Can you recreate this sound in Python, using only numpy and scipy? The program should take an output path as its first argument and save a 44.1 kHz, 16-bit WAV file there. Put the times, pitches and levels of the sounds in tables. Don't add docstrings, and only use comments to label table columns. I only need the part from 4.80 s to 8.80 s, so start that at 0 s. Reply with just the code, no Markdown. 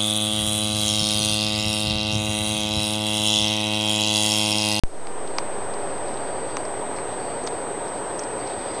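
import sys
import numpy as np
from scipy import signal
from scipy.io import wavfile
from scipy.ndimage import uniform_filter1d

SR = 44100
rng = np.random.default_rng(int(sys.argv[2]) if len(sys.argv) > 2 else 0)


def inscribe(sig):
    pcm = np.round(np.clip(np.atleast_2d(sig).T, -1, 1) * 32767)
    wavfile.write(sys.argv[1], SR, pcm.astype(np.int16))


N = 176400
T = np.arange(N) / SR


def from_db(db):
    return 10 ** (np.asarray(db) / 20)


def unit_rms(x):
    return x / np.sqrt(np.mean(x ** 2) + 1e-20)


def band(x, low_hz, high_hz):
    edges_hz = [max(low_hz, 10), min(high_hz, SR / 2 - 10)]
    return signal.sosfilt(signal.butter(2, edges_hz, "band", fs=SR, output="sos"), x)


def noise(low_hz, high_hz):
    return unit_rms(band(rng.standard_normal(N), low_hz, high_hz))


def drift(rate_hz):
    hop, settle = 40, 2000
    pole = np.exp(-2 * np.pi * rate_hz * hop / SR)
    white = rng.standard_normal(N // hop + settle + 2)
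    slow = signal.lfilter([1], [1, -2 * pole, pole * pole], white)[settle:]
    return np.interp(np.arange(N) / hop, np.arange(len(slow)), unit_rms(slow))


def ring(clicks, hz, t60_s):
    radius, angle = 1000 ** (-1 / (t60_s * SR)), 2 * np.pi * hz / SR
    feedback = [1, -2 * radius * np.cos(angle), radius * radius]
    return signal.lfilter([0, np.sin(angle)], feedback, clicks + 1e-18)


def decay(start_s, t60_s):
    return (T >= start_s) * np.exp(-np.log(1000) * np.clip((T - start_s) / t60_s, 0, 10))


def flickering_noise(spectrum, flicker_db, top_hz):
    hz, db = np.transpose(spectrum)
    edges_hz = 25 * 2 ** (np.arange(29) / 3)
    out, white = 0, rng.standard_normal((2, N))
    for k, (low_hz, high_hz) in enumerate(zip(edges_hz, edges_hz[1:])):
        centre_hz = np.sqrt(low_hz * high_hz)
        flicker = drift(rate_hz=16.4)
        if hz[0] / 2 < low_hz < top_hz:
            level_db = np.interp(np.log(centre_hz), np.log(hz), db)
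            out += from_db(level_db + flicker_db * flicker) * band(white[k % 2], low_hz, high_hz)
    return unit_rms(out)


def bubbles(per_s, low_hz, high_hz, t60_cycles, spread_db):
    pitches_hz = np.geomspace(low_hz, high_hz, 24)
    sizes = from_db(spread_db * np.minimum(rng.exponential(1, N), 4))
    signs = rng.choice([-1, 1], N)
    clicks = sizes * signs * (rng.random(N) < per_s / SR)
    pitch_index = rng.integers(0, len(pitches_hz), N)
    rings = (ring(clicks * (pitch_index == k), hz, t60_cycles / hz) for k, hz in enumerate(pitches_hz))
    return unit_rms(sum(rings))


def steady_tones():
    # (frequency [Hz], rms level [dB])
    tones = [(4598, -68.5), (5640, -69.5), (7386, -82), (7864, -66), (10814, -86), (11230, -85)]
    return np.sqrt(2) * sum(from_db(db) * np.sin(2 * np.pi * hz * T) for hz, db in tones)


def whirs():
    # (start [s], end [s], level [dB], pitch [Hz], noise half-width [Hz])
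    spurts = [(1.38, 1.65, -55.5, 4620, 70), (1.7, 1.816, -53, 4660, 100), (2.39, 2.57, -53, 4580, 70.5),
              (3.594, 3.768, -54.5, 4590, 69.4), (3.78, 3.89, -56, 4720, 220),
              (3.877, 3.994, -51, 4840, 250)]
    out, white, waver = 0, rng.standard_normal(N), drift(rate_hz=30.6)
    for start_s, end_s, db, hz, half_hz in spurts:
        running = uniform_filter1d(1. * (T > start_s) * (T < end_s), size=600)
        whistle = np.sin(2 * np.pi * np.cumsum(hz + 0.3 * half_hz * waver) / SR)
        rasp = 0.51 * unit_rms(band(white, hz - half_hz, hz + half_hz))
        out += from_db(db) * running * (whistle + rasp)
    return out


def whine():
    # (from [s], skip [cycles])
    skips = [(0, .08), (.79, -.17), (.92, .33), (1.08, -.24), (1.29, .38), (1.42, .1), (1.5, -.45),
             (1.62, -.22), (1.79, -.48), (1.92, -.04), (2.06, .33), (3.36, -.34)]
    whine_hz, swell_db_per_s, passband_hz = 8214, 0.5, (7300, 8700)
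    frame_hz, first_stumble_s, stumble_s = 29.922, 0.0039, 0.00026
    blip_hz, blip_s = 7660, 0.0016
    starts_s, cycles = np.transpose(skips)
    skip_cycles = cycles[np.searchsorted(starts_s, T, "right") - 1]
    in_frame_s = (T - first_stumble_s) % (1 / frame_hz)
    stumbling = np.clip((stumble_s - in_frame_s) * SR, 0, 1)
    hz = whine_hz + stumbling * skip_cycles / stumble_s
    tone = from_db(-39 + swell_db_per_s * T) * np.sin(2 * np.pi * np.cumsum(hz) / SR)
    fuzz = from_db(-58) * noise(passband_hz[0], whine_hz)
    blip_envelope = np.sin(np.pi * np.minimum(in_frame_s / blip_s, 1)) ** 2
    blips = from_db(-41) * blip_envelope * np.sin(2 * np.pi * blip_hz * T)
    return np.sqrt(2) * band(band(tone + blips + fuzz, *passband_hz), *passband_hz)


def stream():
    # (frequency [Hz], relative density [dB])
    spectrum = [(30, -18), (60, -15), (110, -8), (165, -11), (250, -6), (320, -4), (420, -0.5), (560, -2),
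                (750, -1.5), (950, -5), (1250, -12.5), (1600, -14), (2000, -17.5), (2600, -26), (3200, -23)]
    # (centre [Hz], width [Hz], rms level [dB])
    resonances = [(408, 47, -42), (554.7, 56, -42), (730, 56, -45), (935, 38, -49)]
    rush = from_db(-31) * flickering_noise(spectrum, flicker_db=0.63, top_hz=3000)
    hollow = sum(from_db(db) * noise(hz - width_hz / 2, hz + width_hz / 2)
                 for hz, width_hz, db in resonances)
    gurgle = bubbles(per_s=500, low_hz=301, high_hz=1050, t60_cycles=20.6, spread_db=2)
    return rush + hollow + from_db(-41.5) * gurgle


def trickle():
    # (frequency [Hz], relative density [dB])
    spectrum = [(1500, 5.5), (2000, 4.5), (2600, 1), (3200, -5), (4000, 10.5), (4800, -4.5), (5800, -7.5),
                (7000, -16.5), (9000, -12), (10500, -18), (12000, -35)]
    # (time [s], level [dB])
    levels = [(0, -49.5), (2.0, -48.5), (3.5, -48.5), (3.9, -43.5), (4.0, -42)]
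    level_db = np.interp(T, *np.transpose(levels))
    hiss = from_db(level_db) * flickering_noise(spectrum, flicker_db=1.9, top_hz=12000)
    droplets = bubbles(per_s=45, low_hz=2900, high_hz=5000, t60_cycles=12, spread_db=0.5)
    return hiss + from_db(-63.5) * droplets


def splashes():
    # (time [s], gain [dB], centre [Hz], t60 [s])
    impacts = [(0.4754, -32, 4150, 0.017), (0.938, -31, 4650, 0.017), (1.179, -43, 4600, .02),
               (1.282, -36, 4600, 0.018), (1.341, -39, 5000, 0.018), (1.372, -38, 3810, 0.03),
               (1.851, -39, 5200, .03), (2.16, -42, 4700, 0.11), (2.328, -38, 3800, .015),
               (2.638, -40, 6000, .03), (2.665, -38, 6100, 0.09), (2.671, -32, 4300, 0.055),
               (3.082, -38, 4800, 0.022), (3.3926, -24, 6200, 0.02), (3.435, -35.5, 5400, .03),
               (3.595, -43, 5700, .02), (3.673, -37.5, 4700, 0.037), (3.696, -42, 4800, .05)]
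    half_width_hz, rise_s = 700, 0.00064
    out, white = 0, rng.standard_normal(N)
    for start_s, db, hz, t60_s in impacts:
        spatter = unit_rms(band(white, hz - half_width_hz, hz + half_width_hz))
        envelope = decay(start_s, t60_s) - decay(start_s, rise_s)
        out += from_db(db) * spatter * envelope
    return out


def drops():
    # (time [s], smack gain [dB], smack pitch [Hz], thud gain [dB])
    impacts = [(0.2704, -21.5, 4770, -23), (0.5842, -6.5, 4880, -13), (1.7687, -16, 6000, -18),
               (2.1855, -36, 4500, -25.5), (2.674, -15.5, 4550, -25.5)]
    # (frequency [Hz], relative level [dB], t60 [s])
    thud_modes = [(790, 0, 0.014), (1160, 2.5, 0.0095), (1950, 0.5, 0.0063), (2500, 1.5, 0.0042),
                  (3760, -8.5, 0.003)]
    thud_lag_s = 0.0007
    out, spray_noise = 0, noise(1700, 6300)
    for start_s, smack_db, smack_hz, thud_db in impacts:
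        click = signal.unit_impulse(N, int(start_s * SR))
        smack = ring(click, smack_hz, t60_s=0.0034)
        spray = from_db(-20.5) * spray_noise * decay(start_s, t60_s=0.033)
        out += from_db(smack_db) * (smack + spray)
        late_click = np.roll(click, int(thud_lag_s * SR))
        for k, (mode_hz, mode_db, t60_s) in enumerate(thud_modes):
            out += (-1) ** k * from_db(thud_db + mode_db) * ring(late_click, mode_hz, t60_s)
    return band(out, low_hz=400, high_hz=9600)


def scene():
    water = stream() + trickle() + drops() + splashes()
    camera = steady_tones() + whine() + whirs()
    return (water + camera)[None]


def record(dry):
    switch_on_s, cutoff_hz = 0.036, 11200
    pop_tau_s, offset_tau_s = 0.035, 1.62
    fade_start_db, fade_tau_s = -16.5, 0.2
    since_s = np.maximum(T - switch_on_s, 0)
    pop = -0.38 * np.exp(-since_s / pop_tau_s)
    offset = 0.063 * np.exp(-since_s / offset_tau_s)
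    fade = from_db(fade_start_db * np.exp(-since_s / fade_tau_s))
    hiss = from_db(-55) * noise(1200, 10700)
    live = (T > switch_on_s) * (dry * fade + hiss + pop + offset)
    return signal.sosfilt(signal.butter(20, cutoff_hz, fs=SR, output="sos"), live)


dry = scene()
out = record(dry)
inscribe(out)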